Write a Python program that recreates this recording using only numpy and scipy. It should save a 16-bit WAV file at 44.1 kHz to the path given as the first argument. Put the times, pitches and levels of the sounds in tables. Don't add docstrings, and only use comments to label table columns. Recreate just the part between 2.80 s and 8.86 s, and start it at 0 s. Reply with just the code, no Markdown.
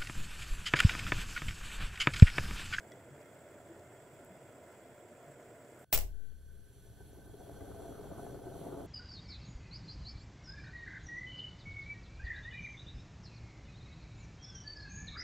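import sys
import numpy as np
from scipy import signal
from scipy.fft import rfft, irfft, next_fast_len
from scipy.io import wavfile
from scipy.ndimage import uniform_filter1d, map_coordinates

SR = 44100
rng = np.random.default_rng(int(sys.argv[2]) if len(sys.argv) > 2 else 0)


def int16_out(signal):
    q = np.round(np.clip(np.atleast_2d(signal).T, -1, 1) * 32767)
    wavfile.write(sys.argv[1], SR, q.astype(np.int16))


N = 267334
T = np.arange(N) / SR
CUT_S = 3.045


def amp(db):
    return 10 ** (np.asarray(db) / 20)


def unit(x):
    return x / np.sqrt(np.mean(x ** 2) + 1e-20)


def along(points, hz):
    f, v = np.transpose(points)
    return np.interp(np.log(hz + 1), np.log(f + 1), v)


def curve(points):
    return np.interp(T, *np.transpose(points))


def wobble(rate):
    return map_coordinates(rng.standard_normal(int(N * rate / SR) + 4), [T * rate])


def pops(rate, db):
    return (rng.random(N) < rate / SR) * db * rng.uniform(0.59, 1, N)


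def filtered(x, response):
    m = next_fast_len(x.shape[-1] + 8192)
    return irfft(rfft(x, m) * response(np.fft.rfftfreq(m, 1 / SR)), m)[..., :x.shape[-1]]


def lifted(spectrum, modes, hz):
    return amp(along(spectrum, hz) + sum(db / (1 + (2 * (hz - c) / w) ** 2) for c, w, db in modes))


SIDES = np.array([[.5], [-.5]])
def placed(pair, pan, lead):
    return filtered(pair, lambda hz: (amp(along(pan, hz)) * np.exp(1j * along(lead, hz))) ** SIDES)


def rush(colour, image, lumps_db, patchy_db):
    alike, pan, lead = image
    spectra = signal.stft(amp(lumps_db) * rng.standard_normal((2, N)), nperseg=512)[2]
    patches = uniform_filter1d(rng.standard_normal(spectra.shape[1:]), size=4, axis=0)
    patches = unit(uniform_filter1d(patches, size=5, axis=1))
    pair = signal.istft(spectra * amp(patchy_db * patches), nperseg=512)[1][:, :N]
    spread = lambda hz: np.arccos(np.clip(along(alike, hz), 0, 1)) / 2
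    mid, side = filtered(pair, lambda hz: colour(hz) * [np.cos(spread(hz)), np.sin(spread(hz))])
    return unit(placed(np.array([mid + side, mid - side]), pan, lead))


def add(track, s, sound):
    part = track[..., round(s * SR):round(s * SR) + sound.shape[-1]]
    part += sound[..., :part.shape[-1]]


def ring(hz, t60, rise, length=.25):
    t = np.arange(int(length * SR)) / SR
    return np.sin(2 * np.pi * hz * t) * amp(-60 * t / t60) * (1 - np.exp(-t / rise))


# f/Hz, relative level/dB
OPEN_ROAR = [(15, -47), (25, -15), (59, -18.5), (75, -15), (128, 0), (166, -10), (339, -3), (484, -4.5),
             (588, -3.5), (692, -3), (813, -17.5), (972, -13.5), (1200, -26), (1560, -40), (2640, -120)]
OPEN_HISS = [(470, -26), (800, -1.5), (977, -3.5), (1150, -7.5), (1400, 2.5), (1550, -1), (2070, -3.5),
             (2790, -11.5), (4330, -19.5), (4730, -17.5), (6300, -18.5), (7600, -10.5), (9520, -18.5),
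             (15900, -24.5)]
DRONE = [(40, -30), (65, -1), (90, 18.5), (110, -21), (140, -34)]
# f/Hz, width/Hz, lift/dB
OPEN_MODES = [(591, 14, 6), (1380, 280, 1), (2090, 42, 6), (3313, 67, 9.5), (3430, 29, 10), (6700, 92, 0),
              (7000, 150, 3), (7690, 550, 8), (8160, 110, -11), (8770, 240, 4.5), (13700, 260, 4),
              (15100, 580, 12)]
# t/s, level/dB
DRONE_LEVEL = [(0, -72.5), (1.2, -71), (1.4, -79), (1.7, -68.5), (2.3, -86), (3.04, -79)]
# f/Hz, then likeness of the sides, left minus right/dB or left lead/rad
OPEN_ALIKE = [(60, 0.93), (700, 0.99), (1500, 0.85), (2600, 0.53), (3300, 0.33), (4000, 0.11), (5000, 0.56),
              (7600, 0.84), (10000, 0.47), (14500, .7)]
OPEN_PAN = [(60, 0.5), (500, -1), (1900, -1.8), (3300, 1), (6900, -0.5), (7600, -6.5), (8700, -0.5),
            (10000, -2.5), (14000, 0)]
OPEN_LEAD = [(60, 0.13), (700, 0.095), (1900, 0.23), (2600, 0.65), (3300, 0.4), (5000, -.2), (7600, 0.1),
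             (14000, -.2)]
OPEN_IMAGE = OPEN_ALIKE, OPEN_PAN, OPEN_LEAD
def simmer(roar_db=-56, hiss_db=-63.5):
    def layer(spectrum, **stir):
        return rush(lambda hz: lifted(spectrum, OPEN_MODES, hz), OPEN_IMAGE, **stir)
    roar = layer(OPEN_ROAR, lumps_db=0.87 * wobble(120), patchy_db=1.0)
    fizz_db = 0.37 * wobble(9.4) + 0.94 * wobble(250) + pops(12, db=14)
    hiss = layer(OPEN_HISS, lumps_db=fizz_db, patchy_db=1.2)
    drone = layer(DRONE, lumps_db=0, patchy_db=1.5)
    pot = amp(roar_db) * roar + amp(hiss_db) * hiss + amp(curve(DRONE_LEVEL)) * drone
    return pot * (T < CUT_S)


# t/s, level/dB, f/Hz
BIG_BUBBLES = [(0.305, -39, 140), (0.895, -37.5, 335), (1.5, -43, 189), (2.479, -41.5, 136)]
# t/s, level/dB, band centre f/Hz
SPITS = [(0.1185, -58, 5500), (0.414, -66, 5500), (0.845, -67, 14000), (0.875, -69, 5700),
         (0.995, -67, 5500), (1.145, -70, 13500), (1.345, -70, 12500), (1.4468, -59, 10000),
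         (1.5675, -67, 13500), (2.849, -66, 6000), (2.918, -66, 6000), (2.991, -62, 10000),
         (4.4578, -66, 8500), (4.9894, -66, 14000), (5.2435, -63, 10000)]
METAL_TICK = .1195, [(1970, -53, .066), (3370, -57, .06), (3800, -67, .05), (5630, -63, .04)]
BRIGHT_POP = 4.806, [(1180, -57, .05), (1580, -57, 0.061), (2010, -61, 0.051)]
def bubbles_and_ticks(spit_t60=.02):
    out, t = np.zeros(N), np.arange(SR // 20) / SR
    for s, db, hz in BIG_BUBBLES:
        add(out, s, amp(db) * ring(hz, t60=.14, rise=0.015))
    for s, db, hz in SPITS:
        band = lambda f: 1 / (1 + (2.2 * np.log((f + 1) / hz)) ** 4)
        spray = unit(filtered(rng.standard_normal(len(t)), band))
        add(out, s, amp(db - 60 * t / spit_t60) * spray)
    for s, modes in (METAL_TICK, BRIGHT_POP):
        add(out, s, sum(amp(db) * ring(hz, t60, rise=0.00035) for hz, db, t60 in modes))
    return out * amp(1.2 * SIDES)


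def treble_swell(length_s=.25, peak_db=-72.5, centre_hz=11000):
    band = lambda hz: 1 / (1 + (3 * np.log((hz + 1) / centre_hz)) ** 4)
    hiss = rush(band, OPEN_IMAGE, lumps_db=2.2 * wobble(29.8), patchy_db=5.0)
    fade_in = np.clip(1 - (CUT_S - T) / length_s, 0, 1)
    return amp(peak_db) * hiss * fade_in * (T < CUT_S)


# t/s, strength (0 calm to 1 full)
BOIL_STRENGTH = [(3.3, 0.021), (3.75, 0.086), (4.1, 0.34), (4.5, .6), (5, 0.87), (5.3, 0.9), (5.6, .87),
                 (5.85, 0.97), (6.06, 1)]
def boil_gain(calm_db, full_db, bend):
    return amp(calm_db + (full_db - calm_db) * curve(BOIL_STRENGTH) ** bend)


# f/Hz, relative level/dB
GURGLE = [(76, -29), (130, -6.5), (162, -4.5), (276, -6.5), (415, -2.5), (461, -4.5), (560, -4.5),
          (730, -43), (1230, -120)]
SPLUTTER = [(330, -36), (560, -2), (596, -7.5), (692, -0.5), (1070, -16), (1530, -17.5), (1650, -33),
            (2200, -31.5), (2860, -59), (4840, -120)]
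STEAM = [(700, -23), (1100, -14), (1700, -13), (2500, -17.5), (3400, -15), (4300, -14.5), (4950, -40),
         (5800, -19.5), (6770, -22), (8500, -15.5), (10300, -11.5), (13000, -17.5), (15900, -29)]
RUMBLE = [(15, -6), (38, -7.5), (65, 2), (90, -3), (119, 2), (161, -9), (220, -11.5), (300, -39)]
# f/Hz, width/Hz, lift/dB
CHAMBER_MODES = [(284.7, 33, 9), (409, 54, 5), (670, 22, 6)]
SHUT_MODES = [(3080, 50, 9.5), (3350, 160, 9.5), (4430, 210, 10.5), (6000, 96, 18), (7350, 140, 13.5),
              (8210, 80, 3), (8900, 160, 10.5), (10240, 260, 2.5), (11360, 160, 7), (12600, 140, 6),
              (14800, 130, -1)]
# f/Hz, width/Hz, relative level/dB
WALL_MODES = [(410, 70, -11), (667, 44, -7.5), (1527, 74, 0), (1734, 47, -10), (3312, 104, -12.5),
              (4360, 120, -15), (5950, 45, -6.5), (7350, 140, -14.5), (10230, 310, -13), (12500, 180, -14)]
# t/s, level/dB
SINGING_LEVEL = [(3.3, -74), (3.75, -74.5), (4.8, -67.5), (5.5, -66.5), (5.8, -72)]
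# t/s, gain/dB
FADE_IN = [(3.045, -10), (3.11, -9), (3.25, -7), (3.36, 0)]
# f/Hz, then likeness of the sides, left minus right/dB or left lead/rad
SHUT_ALIKE = [(60, 1), (240, 0.96), (400, 0.89), (520, 0.51), (900, 0.87), (1530, 0.88), (2500, 0.43),
              (3300, 0.82), (5000, 0.34), (6000, 0.8), (6900, .25), (7600, .42), (10000, 0.28), (14500, .1)]
SHUT_PAN = [(60, 0.1), (370, 0.5), (520, 7), (700, 1), (950, 1), (1300, 0), (1530, -3.5), (1900, -1),
            (8700, -0.5), (11000, -6), (14500, 0)]
SHUT_LEAD = [(60, -1.46), (240, 0.48), (400, -0.08), (500, 1.5), (560, 2), (600, -0.5), (950, 0.3),
             (1530, 0.2), (6000, -0.4), (6900, -1.5), (7600, 0), (8700, -2.5), (10500, -0.8), (14500, -2)]
SHUT_IMAGE = SHUT_ALIKE, SHUT_PAN, SHUT_LEAD
def boil():
    def layer(spectrum, modes, lumps_db, patchy_db):
        return rush(lambda hz: lifted(spectrum, modes, hz), SHUT_IMAGE, lumps_db, patchy_db)
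    slugs, kicks = wobble(28), pops(90, db=27)
    gurgle = layer(GURGLE, CHAMBER_MODES, 0.79 * slugs + 1.1 * wobble(150) + kicks, patchy_db=1.1)
    splutter = layer(SPLUTTER, CHAMBER_MODES, 0.95 * slugs + 1.1 * wobble(200) + kicks, patchy_db=2.4)
    puffs_db = 0.62 * slugs + 1.1 * wobble(9.2) + 0.75 * wobble(250)
    steam = layer(STEAM, SHUT_MODES, puffs_db, patchy_db=1.1)
    rumble = layer(RUMBLE, [], 0.41 * wobble(10), patchy_db=0.7)
    walls = lambda hz: sum(amp(db) / (1 + (2 * (hz - c) / w) ** 2) for c, w, db in WALL_MODES)
    singing = rush(walls, SHUT_IMAGE, lumps_db=0, patchy_db=2.0)
    pot = (gurgle * boil_gain(calm_db=-72, full_db=-47, bend=1.14)
           + splutter * boil_gain(calm_db=-87, full_db=-51, bend=0.87)
           + steam * boil_gain(calm_db=-79, full_db=-65, bend=0.52)
           + rumble * boil_gain(calm_db=-64, full_db=-51.5, bend=0.6)
           + singing * amp(curve(SINGING_LEVEL)))
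    return pot * amp(curve(FADE_IN)) * (T >= CUT_S)


# t/s, rattle level/dB, left minus right/dB
CONTACTS = [(3.1275, -21, -3), (3.1337, -29, 1), (3.140, -28.5, 2), (3.146, -25.5, 2), (3.160, -29.5, -14),
            (3.1763, -23, 2.5), (3.188, -29.5, -1), (3.199, -40, 2), (3.209, -38, -1), (3.217, -42, -2)]
# f/Hz, relative level/dB
RATTLE = [(60, -23), (140, -1), (230, -13), (300, -7), (450, -10), (700, -8), (1100, -12.5), (1700, -14),
          (2500, -9.5), (4000, -12.5), (8000, -10.5), (9500, -15.5), (12500, -7), (14000, -18), (15800, -4)]
# f/Hz, width/Hz, lift/dB
LID_MODES = [(430, 60, 4), (670, 80, 5), (1900, 150, 4), (2790, 120, 3), (4800, 100, 2), (5810, 80, 5),
             (6620, 80, 3), (7550, 90, 4), (7900, 130, 6), (11300, 100, 3), (12400, 140, 7),
             (12660, 120, 6), (13210, 90, 10), (14340, 90, 7), (15170, 200, 4)]
LID_DROP_S = CONTACTS[0][0]
def lid_rattle(seated_s=3.155, loose_t60=0.063, seated_t60=0.014, room_db=-7.5):
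    blows, t = np.zeros((2, N)), np.arange(SR // 5) / SR
    for s, db, pan_db in CONTACTS:
        t60 = loose_t60 if s < seated_s else seated_t60
        noise = rng.standard_normal(len(t)) + 0.74 * rng.standard_normal((2, len(t)))
        add(blows, s, amp(db + pan_db * SIDES - 60 * t / t60) * noise)
    cepstrum = irfft(np.log(lifted(RATTLE, LID_MODES, np.fft.rfftfreq(8192, 1 / SR))))
    cepstrum[1:4096] *= 2
    cepstrum[4097:] = 0
    body = irfft(np.exp(rfft(cepstrum)))
    metal = signal.fftconvolve(blows, body[None] / np.linalg.norm(body), axes=1)[:, :N]
    return metal + amp(room_db) * kitchen(metal)[:, :N]


def lid_chime(hz=15168, level_db=-25, free_s=.022, drop_db=16, t60=.17):
    t = T - LID_DROP_S
    held_s = np.maximum(t - free_s, 0)
    loss_db = drop_db * np.minimum(held_s / .008, 1) + 60 * held_s / t60
    envelope = amp(level_db - loss_db + 1.4 * wobble(150)) * np.clip(t / .002, 0, 1)
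    return envelope * amp(4.4 * SIDES) * np.sin(2 * np.pi * hz * T + np.array([[0], [.8]]))


# t/s, level/dB, f/Hz, t60/s, rise/s
STOVE_MODES = [(3.125, -36.5, 36.2, 1.4, .03), (3.125, -37.5, 37.7, 1.4, .03), (3.142, -45, 67.5, 2.5, .05),
               (3.142, -46, 69.3, 2.5, .05), (3.13, -42, 54.3, .6, .02), (3.13, -47, 79, .7, .02),
               (3.128, -51, 137, .8, .01)]
def stove_shudder(swing_db=-24, swing_hz=1.55, swing_t60=1.5, swing_rise_s=.014):
    out, t = np.zeros((2, N)), np.arange(SR + SR // 2) / SR
    for s, db, hz, t60, rise in STOVE_MODES:
        pair = [ring(hz * detune, t60, rise, length=1) for detune in (1.002, .998)]
        add(out, s, amp(db + SIDES) * pair)
    onset = 1 - np.exp(-(t / swing_rise_s) ** 2 / 2)
    swing = amp(swing_db - 60 * t / swing_t60) * np.cos(2 * np.pi * swing_hz * t) * onset
    add(out[0], LID_DROP_S, swing)
    return out


# f/Hz, t60/s
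KITCHEN_DECAY = [(200, 0.67), (1000, 0.25), (5000, 0.24), (15000, 0.22)]
def kitchen(x, delay_samples=200):
    hz, t, spectra = signal.stft(rng.standard_normal((2, SR // 2)), SR, nperseg=256)
    decay = amp(-60 * t / along(KITCHEN_DECAY, hz)[:, None])
    tail = signal.istft(spectra * decay, SR, nperseg=256)[1]
    delayed = np.pad(x, ((0, 0), (delay_samples, 0)))
    return signal.fftconvolve(delayed, tail / np.linalg.norm(tail[0]), axes=1)


# t/s, low tone level/dB, low tone f/Hz, high tone level/dB
GLUGS = [(4.205, -46.5, 409, -50), (4.296, -63, 328, -52), (4.37, -49, 412, -52),
         (4.496, -49.5, 318, -47.5), (4.541, -43, 400, -50), (4.607, -42.5, 423, -45),
         (4.719, -44.5, 409, -50), (4.763, -52, 388, -46), (4.82, -46, 377, -49), (4.878, -44, 393, -48),
         (4.902, -43, 428, -46), (4.995, -39, 425, -44), (5.052, -42, 364, -44), (5.09, -47, 340, -55),
         (5.117, -43, 274, -46), (5.196, -39, 416, -42), (5.254, -43, 409, -43), (5.314, -47, 304, -35),
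         (5.398, -45, 268, -46), (5.431, -41, 398, -41), (5.518, -50, 454, -46), (5.559, -45, 361, -42),
         (5.669, -35, 378, -45), (5.76, -39, 374, -49), (5.864, -38, 285, -46), (5.883, -33.5, 275, -46),
         (5.926, -35, 366, -46), (5.971, -40, 277, -44), (6.019, -41, 261, -40)]
def glugs(high_hz=678, pitch_spread=0.038):
    out = np.zeros(N)
    for s, low_db, low_hz, high_db in GLUGS:
        low = ring(low_hz, t60=0.056, rise=0.00085)
        high = ring(high_hz * (1 + pitch_spread * rng.standard_normal()), t60=0.028, rise=0.0011)
        add(out, s, amp(low_db) * low + amp(high_db) * high)
    return placed(out, SHUT_PAN, SHUT_LEAD)


def scene():
    water = simmer() + boil() + glugs() + bubbles_and_ticks()
    return water + lid_rattle() + lid_chime() + stove_shudder() + treble_swell()


def record(dry):
    top_hz, edge_hz = 15830, 120
    return filtered(dry, lambda hz: np.clip((top_hz - hz) / edge_hz, 0, 1) ** 2)


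dry = scene()
out = record(dry)
int16_out(out)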